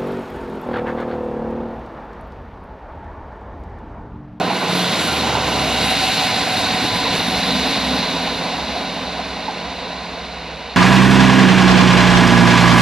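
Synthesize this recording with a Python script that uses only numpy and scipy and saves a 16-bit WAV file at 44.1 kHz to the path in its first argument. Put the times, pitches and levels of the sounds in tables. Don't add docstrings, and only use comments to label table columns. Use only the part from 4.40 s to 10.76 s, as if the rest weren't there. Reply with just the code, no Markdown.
import sys
import numpy as np
from scipy import signal
from scipy.fft import rfft, irfft, next_fast_len
from scipy.io import wavfile

SR = 44100
rng = np.random.default_rng(int(sys.argv[2]) if len(sys.argv) > 2 else 0)


def to_wav(s):
    ch = np.atleast_2d(s).T
    pcm = np.round(np.clip(ch, -1, 1) * 32767)
    wavfile.write(sys.argv[1], SR, pcm.astype(np.int16))


N = 280476

# peak_s, peak_db, rise_db_per_s, fall_db_per_s
PASSING = (.74, -33, 70, 2.5)
# order (multiple of the cycle), level_db (relative)
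PASSING_ORDERS = [(2, 1), (3, -11), (4, -13), (5, -5), (7, -7), (8, -3.5)]
PASSING_GONE_S, PASSING_DROP = 1.45, 30
PASSING_HZ, PASSING_GLIDE_HZ, GLIDE_AT_S, GLIDE_S = 38.7, 7.2, .75, .4

# order, level_db (relative)
PIPE = [(4, -23), (5, -14.5), (6, -3.5), (7, -7), (8, -1)]
LEAVING_HZ = 31.82
# peak_s, peak_db, rise_db_per_s, fall_db_per_s
LEAVING, LEAVING_PIPE = (3.5, -40, 9, 5), (3, -32, 13, 5)
# centre_s, lift_db
SURGES = [(2.78, 4), (2.99, 2), (3.15, 10), (3.52, 9), (3.97, 3)]
SURGE_S, SECOND_SURGES = .085, .4

# peak_s, peak_db, rise_db_per_s, fall_db_per_s
EASING = (3.5, -36, 2, 3)
# order, level_db (relative)
EASING_ORDERS = [(4, 2), (5, -4), (6, -11)]
EASING_HZ, EASING_CLIMB = 40.9, .55
EASE_AT_S, EASING_SAG = 5.45, 9
EASING_GONE_S, EASING_DROP = 6.18, 70

# peak_s, peak_db, rise_db_per_s, fall_db_per_s
DRONE = (3.4, -28.5, 5.5, 7)
DRONE_HZ, BEATS_PER_S, BEAT_AT_S, BEAT_DEPTH = 281, 4.6, 3.32, .7
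# peak_s, peak_db, rise_db_per_s, fall_db_per_s
WHINE = (3.5, -31.5, -0.5, 3.5)
WHINE_HZ, WHINE_SAG = 254.7, 2.2
# order, level_db (relative)
WHINE_ORDERS = [(2, -9.5), (3, -1.5), (4, -6), (6, -9.5)]

# pitch_hz (at the peak), glide_hz_per_s, blur_hz (0 is clear),
# peak_s, peak_db (before blurring), rise_db_per_s, fall_db_per_s
TONES = [(181, -6, 0, 0, -25, 50, 28), (180, -12, 0, .42, -26, 55, 70), (52, -.2, 0, 3.2, -48, 7, 3),
         (75, -40, 0, 4.28, -37, 230, 230), (755, -15, 20, 1.52, -33, 40, 14),
         (745, -10, 20, 2.3, -30, 10, 22), (1000, 0, 15, 2.45, -33, 30, 25),
         (630, 0, 15, 1.25, -31, 130, 80), (1385, -55, 25, .9, -35, 6, 14),
         (2820, -30, 200, 1.7, -26, 10, 24), (2150, -100, 300, 1.45, -29, 40, 14),
         (3350, -100, 260, .4, -30, 70, 16), (400, 0, 60, .3, -34, 8, 14),
         (3850, 300, 90, 1.42, -31, 60, 25), (110, -10, 35, 2.55, -33, 10, 14),
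         (110, -20, 35, 1.05, -37, 20, 14), (68, -1.2, 16, 2.5, -47, 16, -.4)]
TONE_CORE = 1.1

# start_s, peak_db (before grit), pitch_hz (middle), length_s
KNOCKS = [(.013, -15, 680, 0.009), (0.1, -15, 845, 0.012), (0.111, -12, 860, 0.009),
          (0.214, -16, 600, 0.012), (0.229, -13.5, 780, 0.007), (0.389, -15, 690, 0.0095),
          (0.834, -15.5, 870, 0.017), (0.896, -17, 760, 0.012), (0.949, -13.5, 900, 0.012),
          (1.274, -18, 654, 0.016), (1.346, -18, 640, 0.014), (1.458, -18, 750, 0.014),
          (1.51, -18, 742, 0.02), (1.823, -17, 747, 0.01), (1.94, -16, 710, 0.011), (2.07, -16, 710, 0.013),
          (2.652, -16.5, 985, 0.023), (2.915, -21, 724, 0.016), (3.27, -20, 830, 0.013),
          (3.875, -17, 780, .01), (4.058, -21, 950, .012), (4.188, -21, 900, 0.014),
          (4.361, -20, 693, 0.012), (4.443, -20, 750, 0.013), (4.572, -21, 734, 0.011),
          (4.692, -21.5, 750, 0.013), (4.791, -18, 712, 0.015), (4.967, -18.5, 825, 0.011),
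          (5.081, -13.5, 850, 0.018), (5.528, -25, 800, .01)]
KNOCK_FALL, KNOCK_GRIT = 0.2, .22
KNOCK_ECHO_S, KNOCK_ECHO_DB = .017, -7.5
CLATTER_PER_S, CLATTER_DB, CLATTER_S = 14, -7, 0.0097

# (relative, per Hz)
ROAR = [(25, -34), (45, -35), (70, -25), (100, -8), (140, -9), (180, -2.5), (260, -2.5), (330, -7),
        (420, -17), (700, -17.5)]
RAIL = [(250, -23), (380, -14), (500, -9.5), (900, -12.5), (1100, -11.5), (1200, -13.5), (1800, -24.5)]
WHEELS = [(800, -4), (1200, -15.5), (1490, 2.5), (1700, -1.5), (2000, 1.5), (2500, 0.5), (2900, 0.5),
          (3150, -10), (3500, -50)]
GEARS = [(2800, -8.5), (3200, -8), (3600, 0.5), (4050, 2), (4500, -4), (5200, -12), (6500, -18.5),
         (8500, -34.5)]
AIR = [(4500, -3), (6000, -7), (8000, -2), (10000, 1.5), (11500, -3.5), (13000, -9), (14500, -20),
       (16000, -24)]
BROAD = [(60, -28), (90, 0.5), (130, 6), (350, 0.5), (600, 1), (1400, 0.5), (2200, -34), (3200, -5),
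         (5000, -12.5), (7000, -15), (9000, -26)]
# pitch_hz, width_hz, level_db (relative, before a threefold power gain)
RAIL_MODES = [(461, 62, -3.5), (635, 27, 1.5), (720, 99, -2), (840, 81, -1), (1011, 65, 0.5)]
# time_s, lift_db (scaled for each noise)
BOGIES = [(0, -0.5), (.15, 2.5), (.26, 1), (.34, 4), (.55, 4.5), (.78, 4), (.98, -0.1), (1.15, 2.5),
          (1.35, 3), (1.43, 5), (1.8, 6.5), (1.92, 4.5), (2.1, 4), (2.3, 4), (2.6, 3), (2.78, 4),
          (2.88, 3.5), (3.0, 3.5), (3.3, 3.5), (3.45, 1.5), (3.62, 1.7), (3.8, 1)]
# level_db (base), bogie_share (of the lift),
# drift_db_per_s (until the fading), loss_share (of the distance loss)
ROAR_LEVEL = (-26, -0.33, -0.77, 1.65)
RAIL_LEVEL = (-23, -0.46, 0.04, 1.24)
WHEEL_LEVEL = (-27.5, 0.63, 0.19, 1.28)
GEAR_LEVEL = (-29.5, 0.93, 1.01, 1.61)
AIR_LEVEL = (-38.5, 1.48, -0.6, 2)
# peak_s, peak_db, rise_db_per_s, fall_db_per_s
COACH_SIDES = (0.96, -24, 7.5, 6)
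SIDES_LOSS = 2.8

FADE_FROM_S, DOUBLING_S = 3.58, 1.92
DULL_HZ, DULL_SHARE = 11400, 1.4
SCREEN_HZ, SCREEN_DB, SCREEN_S = 4600, -4, .3
# pitch_hz, common_share (of noise at both ports), left_db, left_lag_rad
PORTS = [(40, 1, -2.5, 0.3), (323, 0.99, -1, 0.05), (765, .991, -2.5, -0.35), (1200, 1, -5, 0.22),
         (1810, 0.97, -3.5, 0), (2790, 1, -0.5, 0.2), (4140, 0.99, 0.06, .5), (5550, 0.91, 3, 1.0),
         (7550, 0.91, 3, 2), (8250, .96, 2, 2.5), (9400, .93, -1.5, 3.5), (11250, 0.49, -10, 4.5),
         (12300, .3, -17, -5), (13500, .1, -45, 4.0)]
CUTOFF_HZ = 15020


def passing_engine():
    t = seconds()
    level_db = swell(*PASSING) - PASSING_DROP * np.maximum(t - PASSING_GONE_S, 0)
    cycle_hz = PASSING_HZ - PASSING_GLIDE_HZ * np.tanh((t - GLIDE_AT_S) / GLIDE_S)
    return from_db(level_db) * orders(cycle_hz, PASSING_ORDERS)


def leaving_engine():
    surge_db = sum(lift_db * np.exp(-((seconds() - s) / SURGE_S) ** 2) for s, lift_db in SURGES)
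    second_db = swell(*LEAVING) + SECOND_SURGES * surge_db
    pipe_db = swell(*LEAVING_PIPE) + surge_db
    levels = [(2, second_db)] + [(order, pipe_db + db) for order, db in PIPE]
    return orders(LEAVING_HZ, levels, rough_db=1.6)


def easing_engine():
    t = seconds()
    cycle_hz = EASING_HZ + EASING_CLIMB * t - EASING_SAG * np.maximum(t - EASE_AT_S, 0) ** 2
    level_db = swell(*EASING) - EASING_DROP * np.maximum(t - EASING_GONE_S, 0)
    return from_db(level_db) * orders(cycle_hz, EASING_ORDERS)


def beating_drone():
    beat = 1 + BEAT_DEPTH * np.cos(2 * np.pi * BEATS_PER_S * (seconds() - BEAT_AT_S))
    tone = orders(DRONE_HZ, [(0.98, 0)])
    return from_db(swell(*DRONE)) * beat / (1 + BEAT_DEPTH) * tone


def drive_whine():
    cycle_hz = WHINE_HZ - WHINE_SAG * seconds()
    return from_db(swell(*WHINE)) * orders(cycle_hz, WHINE_ORDERS, blur_hz=30, steady=.3)


def single_tones():
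    out = np.zeros(N)
    for hz, glide, blur_hz, *shape in TONES:
        pitch_hz = hz + glide * (seconds() - shape[0])
        steady = TONE_CORE * (blur_hz < 30)
        out += from_db(swell(*shape)) * orders(pitch_hz, [(1, 0)], blur_hz=blur_hz, steady=steady)
    return out


def knocks():
    out = np.zeros(N + SR)
    grit_band = signal.butter(2, [560, 1100], "band", fs=SR, output="sos")
    grit = rms_one(signal.sosfilt(grit_band, rng.standard_normal(N)))
    for s, peak_db, hz, length in KNOCKS + clatter():
        u = np.arange(round(length * SR)) / (length * SR)
        turn = 2 * np.pi * np.cumsum(hz * (1 + KNOCK_FALL * (.5 - u))) / SR
        shape = np.sin(np.pi * u ** 0.53) ** 0.84
        gritty = np.sin(turn) + KNOCK_GRIT * grit[round(s * SR):][:len(u)]
        burst = from_db(peak_db) * shape * gritty
        for lag, db in ((0, 0), (KNOCK_ECHO_S, KNOCK_ECHO_DB)):
            at = round((s + lag) * SR)
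            out[at:at + len(u)] += from_db(db) * burst
    return out[:N]


def clatter():
    rail_db = train_level(*RAIL_LEVEL)
    small = rng.random((int(CLATTER_PER_S * N / SR), 3)) * [N / SR - .05, 6, 1]
    return [(s, rail_db[int(s * SR)] + CLATTER_DB + db, 600 + 400 * tone, CLATTER_S)
            for s, db, tone in small]


def low_roar(sweep):
    return rush(ROAR, train_level(*ROAR_LEVEL), sweep, patchy_db=1.5, flicker_db=-1.2)


def rail_rush(sweep):
    return rush(RAIL, train_level(*RAIL_LEVEL), sweep, patchy_db=0.98, flicker_db=-0.04, modes=RAIL_MODES)


def wheel_rush(sweep):
    return rush(WHEELS, train_level(*WHEEL_LEVEL), sweep, patchy_db=0.5, flicker_db=0.6)


def gear_rush(sweep):
    return rush(GEARS, train_level(*GEAR_LEVEL), sweep, patchy_db=0.3, flicker_db=0.8)


def air_hiss(sweep):
    return rush(AIR, train_level(*AIR_LEVEL), sweep, patchy_db=0.6, flicker_db=2.1)


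def coach_sides(sweep):
    level_db = swell(*COACH_SIDES) - SIDES_LOSS * distance_loss()
    return rush(BROAD, level_db, sweep, patchy_db=0.7, flicker_db=0.9)


def dull_top(noise):
    top = signal.sosfiltfilt(signal.butter(2, DULL_HZ, "high", fs=SR, output="sos"), noise)
    return noise - top * (1 - from_db(-DULL_SHARE * distance_loss()))


def screen_start(noise):
    treble = signal.sosfiltfilt(signal.butter(2, SCREEN_HZ, "high", fs=SR, output="sos"), noise[:, :SR])
    closed = np.clip(2 - 2 * seconds()[:SR] / SCREEN_S, 0, 1)
    noise[:, :SR] -= treble * (1 - from_db(SCREEN_DB * closed))
    return noise


def orders(cycle_hz, levels, wobble=0.001915, rough_db=0.0, blur_hz=0, steady=0):
    uneven = 1 + (wobble * drift(2.76) if blur_hz < 30 else 0)
    turn = 2 * np.pi * np.cumsum(cycle_hz * uneven * np.ones(N)) / SR
    out = 0
    for order, db in levels:
        swing = 1
        if blur_hz:
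            swing = steady + drift(blur_hz)
        elif rough_db:
            swing = from_db(rough_db * drift(3.6))
        out = out + from_db(db) * swing * np.sin(order * turn + rng.uniform(0, 2 * np.pi))
    return np.sqrt(2) * out


def rush(spectrum, level_db, shared, patchy_db, flicker_db, modes=()):
    hz, size = bins_hz(), next_fast_len(N)
    low_hz, high_hz = spectrum[0][0], spectrum[-1][0]
    colour = from_db(at_hz(spectrum)) * (hz > low_hz) * (hz < high_hz)
    if modes:
        peaks = sum(from_db(2 * db) / (1 + (2 * (hz - f) / w) ** 2) * 3 for f, w, db in modes)
        colour = colour * np.sqrt(1 + peaks)
    common, own = rfft(rng.standard_normal((2, size))) * colour
    alike = np.clip(at_hz(PORTS), 0, 1)
    pair = np.array([alike * common + np.sqrt(1 - alike ** 2) * own, common])
    place = np.log(hz / low_hz) / np.log(high_hz / low_hz) * 3
    near = np.clip(1 + (level_db - level_db.max()) / 24, .3, 1)
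    out = 0
    for k in range(4):
        band = irfft(pair * np.clip(1 - abs(place - k), 0, 1), size)[:, :N]
        out = out + band * from_db(near * (patchy_db * shared + flicker_db * drift(13.0)))
    return from_db(level_db) * rms_one(out)


def train_level(level_db, bogie_share, drift_db, loss_share):
    bogie_s, lift_db = np.transpose(BOGIES)
    nearness_db = bogie_share * np.interp(seconds(), bogie_s, lift_db)
    drifted_db = drift_db * np.minimum(seconds(), FADE_FROM_S)
    return level_db + nearness_db + drifted_db - loss_share * distance_loss()


def distance_loss():
    return 20 * np.log10(1 + np.maximum(seconds() - FADE_FROM_S, 0) / DOUBLING_S)


def swell(peak_s, peak_db, rise, fall):
    return peak_db - np.maximum(rise * (peak_s - seconds()), fall * (seconds() - peak_s))


def drift(rate_hz):
    r = np.exp(-80 * np.pi * rate_hz / SR)
    steps = rng.standard_normal(N // 40 + 2002)
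    slow = signal.lfilter([1], [1, -2 * r, r * r], steps)[2000:]
    return np.interp(np.arange(N) / 40, np.arange(len(slow)), rms_one(slow))


def seconds():
    return np.arange(N) / SR


def from_db(db):
    return 10 ** (np.asarray(db) / 20)


def rms_one(x):
    return x / np.sqrt(np.mean(x ** 2) + 1e-20)


def bins_hz():
    return np.maximum(np.fft.rfftfreq(next_fast_len(N), 1 / SR), 1)


def at_hz(points, index=1):
    points = np.array(points)
    return np.interp(np.log(bins_hz()), np.log(points[:, 0]), points[:, index])


def scene():
    engines = leaving_engine() + passing_engine() + easing_engine()
    tonal = engines + beating_drone() + drive_whine() + single_tones()
    axles = knocks()
    flutter = drift(27)
    noise = low_roar(flutter) + rail_rush(flutter) + wheel_rush(flutter)
    noise += gear_rush(flutter) + air_hiss(flutter) + coach_sides(flutter)
    return screen_start(dull_top(noise)) + tonal + axles


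def record(dry):
    size = next_fast_len(N)
    port = from_db(at_hz(PORTS, index=2)) * np.exp(-1j * at_hz(PORTS, index=3))
    left = irfft(rfft(dry[0], size) * port, size)[:N]
    low_pass = signal.ellip(14, .5, 80, CUTOFF_HZ, fs=SR, output="sos")
    return signal.sosfilt(low_pass, [left, dry[1]])


dry = scene()
out = record(dry)
to_wav(out)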